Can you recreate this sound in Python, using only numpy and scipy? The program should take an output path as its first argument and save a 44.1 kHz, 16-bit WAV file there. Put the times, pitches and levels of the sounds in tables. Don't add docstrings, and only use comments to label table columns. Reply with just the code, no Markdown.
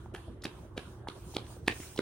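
import sys
import numpy as np
from scipy import signal
from scipy.fft import rfft, irfft, next_fast_len
from scipy.io import wavfile
from scipy.ndimage import uniform_filter1d

SR = 44100
rng = np.random.default_rng(int(sys.argv[2]) if len(sys.argv) > 2 else 0)


def generate_wav(sig):
    pcm = np.round(np.clip(np.atleast_2d(sig).T, -1, 1) * 32767).astype(np.int16)
    wavfile.write(sys.argv[1], SR, pcm)


def volts_from_db(level):
    exponent = np.asarray(level, float) / 20
    return 10 ** exponent


N = 88729

# start_s, crack_db, sole_ring_hz, strap_ring_hz, echo_delay_s
SOLE_SLAPS = [
    (0.149, -27.5, 1670, 2800, 0.012),
    (.4537, -22.5, 1730, 2500, .0125),
    (0.7795, -23.5, 1660, 3700, .0132),
    (1.0858, -26, 3800, 3550, .0140),
    (1.3671, -17.5, 3400, 4220, .0155),
    (1.6810, -7.5, 1860, 2510, 0.016),
    (1.9905, -22, 3860, 2060, 0.019),
]
# freq_hz, t60_s
NEAR_DECAY = [(300, 0.27), (2500, 0.22), (8000, 0.14)]


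def unit(x):
    return x / np.sqrt(np.mean(x ** 2) + 1e-20)


def along(points, hz):
    f, v = np.transpose(points)
    return np.interp(np.log(hz + 1), np.log(f + 1), v)


def filtered(x, response):
    m = next_fast_len(x.shape[-1] + 8192)
    spectrum = rfft(x, m) * response(np.fft.rfftfreq(m, 1 / SR))
    return irfft(spectrum, m)[..., :x.shape[-1]]


def peak(hz, centre_hz, width_hz):
    return 1j * hz * width_hz / (centre_hz ** 2 - hz ** 2 + 1j * hz * width_hz)


def add(track, start_s, x):
    part = track[..., round(start_s * SR):][..., :x.shape[-1]]
    part += x[..., :part.shape[-1]]


def rush(colour, patchy_db):
    # freq_hz, left_right_correlation
    likeness = [(60, 0.97), (180, 1), (550, 0.78), (1650, 0.28), (4970, -0.27), (15000, 0.14)]
    z = signal.stft(rng.standard_normal((2, N)), nperseg=512)[2]
    field = uniform_filter1d(rng.standard_normal(z.shape[1:]), 6, 0)
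    field = uniform_filter1d(field, 8, 1)
    pair = signal.istft(z * volts_from_db(patchy_db * unit(field)), nperseg=512)[1][:, :N]

    def mid_side(hz):
        turn = np.arccos(np.clip(along(likeness, hz), -1, 1)) / 2
        return colour(hz) * [np.cos(turn), np.sin(turn)]

    mid, side = filtered(pair, mid_side)
    return unit(np.array([mid + side, mid - side]))


def traffic():
    # freq_hz, density_db_per_hz
    rumble = [(22, -77), (45, -2), (120, -9), (190, -10.5), (400, -14.5), (900, -21), (1600, -27),
              (2600, -48)]
    return volts_from_db(-51.5) * rush(lambda f: volts_from_db(along(rumble, f)) * (f < 4000), patchy_db=3.5)


def fan_hum():
    # centre_hz, width_hz, level_db
    bands = [(77, 54, -52.5), (117.2, 2.3, -56), (349.5, 73, -59)]
    hum = np.zeros((2, N))
    for hz, width_hz, db in bands:
        hum += volts_from_db(db) * rush(lambda f: np.abs(peak(f, hz, width_hz)) ** 2, patchy_db=-1.2)
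    return hum


def gated_hiss():
    # freq_hz, density_db_per_hz
    hiss_colour = [(1200, 4), (2000, -10), (3200, -2.5), (5000, -14), (7500, -16.5), (9500, -9.5),
                   (11500, -19), (15800, -32)]
    level_db, depth_db, close_s, bend = -55, 25, 0.34, 1.24
    t = np.arange(N) / SR
    openings_s = np.array([-.16] + [row[0] - .01 for row in SOLE_SLAPS])
    since_s = t - openings_s[np.searchsorted(openings_s, t) - 1]
    gate = volts_from_db(level_db - depth_db * (since_s / close_s) ** bend)
    return gate * rush(lambda f: volts_from_db(along(hiss_colour, f)) * (f > 900), patchy_db=-2.5)


def cloth():
    # centre_s, level_db, half_length_s
    swings = [
        (0.048, -71.5, 0.051),
        (0.602, -67.5, 0.079),
        (0.883, -65.5, 0.11),
        (1.184, -62.5, 0.072),
        (1.315, -55, 0.065),
        (1.521, -57, 0.072),
        (1.82, -49, 0.11),
        (1.97, -60.5, 0.056),
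    ]
    # freq_hz, density_db_per_hz
    cloth_colour = [(1470, -14), (2500, -9.5), (4710, -9.5), (6310, -5), (7360, -10.5), (9000, -3),
                    (11400, -19.5), (15800, -9.5)]
    t = np.arange(N) / SR
    swing = sum(volts_from_db(db) * np.exp(-((t - s) / half_s) ** 2) for s, db, half_s in swings)
    return swing * rush(lambda f: volts_from_db(along(cloth_colour, f)) * (f > 900), patchy_db=3.0)


def taps(track):
    # start_s, level_db, ring_hz, t60_s
    contacts = [(.060, -35, 860, 0.0096), (.142, -32.5, 356, 0.044), (0.281, -40, 620, 0.024),
                (.651, -42.5, 600, 0.028), (.766, -41, 526, 0.078), (1.0726, -28, 870, 0.016),
                (1.339, -41, 840, 0.023), (1.0721, -41, 1620, 0.01), (.4545, -31, 568, 0.018),
                (1.352, -35.5, 338, 0.039), (1.566, -39.5, 490, 0.025), (1.801, -31, 306, 0.02),
                (1.961, -38, 825, 0.014), (1.981, -33, 406, 0.033)]
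    t = np.arange(3000) / SR
    onset = 1 - np.exp(-t / 0.0002)
    for s, db, hz, t60_s in contacts:
        add(track, s, -volts_from_db(db - 60 * t / t60_s) * np.sin(2 * np.pi * hz * t) * onset)


def tail(t60):
    hz, t, z = signal.stft(rng.standard_normal((2, SR // 2)), SR, nperseg=128)
    decay = volts_from_db(-60 * t / along(t60, hz)[:, None])
    mid_side_gain = np.array([hz > -1, 1.28 * hz / (hz + 900)])[..., None]
    mid, side = signal.istft(z * decay * mid_side_gain, SR, nperseg=128)[1]
    return np.array([mid + side, mid - side]) / np.linalg.norm(mid)


def scuffs(track):
    # start_s, level_db, centre_hz, length_s
    grains = [(0.144, -58.5, 2600, 0.0018), (0.151, -48.5, 1630, 0.0033), (0.423, -52, 4300, 0.0034),
              (0.4394, -40.5, 10400, 0.0017), (0.443, -36.5, 5100, .0014), (0.4382, -38.5, 1500, .0015),
              (0.4563, -33.5, 3890, 0.0011), (.7772, -34.5, 2700, .0008), (1.0879, -45.5, 2800, 0.00096),
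              (1.0882, -59, 6540, 0.00092), (0.163, -50.5, 2900, 0.0034), (1.6775, -28, 3600, 0.00084),
              (0.772, -56, 3600, 0.0051), (0.7944, -48, 3960, 0.0013), (1.092, -72, 3520, .0015),
              (1.345, -51.5, 3960, 0.0043), (1.351, -47.5, 3820, 0.0035), (1.4, -68, 4130, 0.001),
              (1.404, -54, 3450, 0.0013), (1.468, -54, 2960, 0.0023), (1.666, -54, 3630, 0.0032),
              (1.714, -37.5, 2600, .0018), (1.72, -44, 3120, .006), (1.804, -49.5, 2090, .003),
              (1.831, -49.5, 1770, .006), (1.964, -45.5, 4870, .002), (1.978, -36, 3320, .002),
              (1.992, -29, 1100, .0015)]
    t = np.arange(3000) / SR
    for s, db, hz, length_s in grains:
        grit = filtered(rng.standard_normal(len(t)) ** 3, lambda f: peak(f, hz, hz * 0.68) ** 2)
        puff = volts_from_db(db) * unit(grit) * np.exp(-(t / length_s - 2) ** 2)
        add(track, s - length_s * 2, puff * volts_from_db([[.6], [-.6]]))
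        add(track, s, volts_from_db(-10.5) * signal.fftconvolve(puff[None], tail(NEAR_DECAY), axes=1))


def echo(x, pop_echo_db=-14, spread_s=0.0031, top_hz=4300):
    def dulling(hz):
        bass_shelf = (volts_from_db(pop_echo_db) + 1j * hz / 600) / (1 + 1j * hz / 600)
        return bass_shelf / (1 + 1j * hz / top_hz) ** 2

    dull = filtered(x, dulling)
    smear = rng.standard_normal((2, 512)) * np.exp(-np.arange(512) / SR / spread_s)
    blur = signal.fftconvolve(dull[None], smear / np.linalg.norm(smear[0]))[:, :len(x)]
    return dull + 0.24 * blur


def street(track, start_s, x, delay_s):
    # freq_hz, t60_s
    far_decay = [(300, 1), (2500, 1), (8000, 0.94)]
    near_db, far_db, build_s, clump_db = -7.5, -27.5, .006, 4.0
    add(track, start_s, x)
    echo_db = -14.0 - 5.0 * (start_s - 1.76)
    add(track, start_s + delay_s, volts_from_db(echo_db) * echo(x))
    wet = volts_from_db(near_db) * tail(NEAR_DECAY) + volts_from_db(far_db) * tail(far_decay)
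    wet *= 1 - np.exp(-np.arange(wet.shape[1]) / SR / build_s)
    clumps = unit(uniform_filter1d(rng.standard_normal(wet.shape[1]), size=130))
    wet *= volts_from_db(clump_db * clumps - 4)
    add(track, start_s + .002, signal.fftconvolve(x[None], wet, axes=1))


def bell(t, rise_s, fall_s):
    return np.exp(-(t / np.where(t < 0, rise_s, fall_s)) ** 2)


def crack(t, sole):
    # freq_hz, level_db
    rubber = [(300, -57), (800, 4), (1800, -4.5), (3800, -11), (5200, -18.5), (10000, -16), (16000, -51)]
    blow = 1.0 * (np.abs(t) == np.abs(t).min())
    snap = filtered(blow, lambda f: sole(f) / (1 + 1j * f / 6000) ** 4)
    noise = rng.standard_normal(len(t))
    grit = unit(filtered(noise, lambda f: volts_from_db(along(rubber, f)) * (0.92 + sole(f))))
    return snap / snap.max() + volts_from_db(-17.0) * bell(t, rise_s=.0028, fall_s=.003) * grit


def fizz(t, centre_hz=6700, half_s=0.0026):
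    noise = rng.standard_normal((2, len(t)))
    return unit(filtered(noise, lambda f: peak(f, centre_hz, centre_hz))) * np.exp(-(t / half_s) ** 4)


def slaps(track):
    # start_s, level_db, pitch_hz
    air_pops = [
        (0.1504, -60, 370),
        (0.4546, -25.5, 284),
        (0.7794, -28, 322),
        (1.0873, -30.5, 310),
        (1.3674, -22.5, 352),
        (1.6801, -18.5, 315),
        (1.9922, -16, 353),
    ]
    # centre_hz, width_hz, level_db
    foot_bed = [(740, 320, -8), (1150, 210, -15.5), (2230, 330, -12)]
    ring_q, strap_db, fizz_db = 6.5, -6, -34
    t = np.arange(2048) / SR - .008
    for (s, crack_db, hz, strap_hz, delay_s), (pop_s, pop_db, pop_hz) in zip(SOLE_SLAPS, air_pops):
        rings = [(hz, hz / ring_q, 0), (strap_hz, strap_hz / ring_q, strap_db)] + foot_bed
        sole = lambda f: sum(volts_from_db(db) * peak(f, c, w) for c, w, db in rings)
        add(track, s + t[0], volts_from_db(crack_db + fizz_db) * fizz(t))
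        u = t + s - pop_s
        pop = np.cos(2 * np.pi * pop_hz * u) * bell(u, rise_s=0.0016, fall_s=0.0016)
        street(track, s + t[0], volts_from_db(crack_db) * crack(t, sole) + volts_from_db(pop_db) * pop, delay_s)


def scene():
    background = traffic() + fan_hum() + gated_hiss() + cloth()
    feet = np.zeros((2, N))
    taps(feet)
    scuffs(feet)
    slaps(feet)
    lag_s = 2.5e-5
    side = np.array([[1], [-1]])
    return filtered(feet, lambda hz: np.exp(1j * np.pi * side * hz * lag_s)) + background


def band_limit(x):
    return signal.sosfilt(signal.butter(12, 17050, fs=SR, output="sos"), x)


def record(dry):
    # freq_hz, left_minus_right_db
    port_lean = [(60, 0), (240, -3.5), (950, -2), (3770, -2), (15000, -2.5)]
    side = np.array([[.5], [-.5]])
    mix = filtered(dry, lambda hz: volts_from_db(side * along(port_lean, hz)) * (hz < 15900))
    return band_limit(mix)


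dry = scene()
out = record(dry)
generate_wav(out)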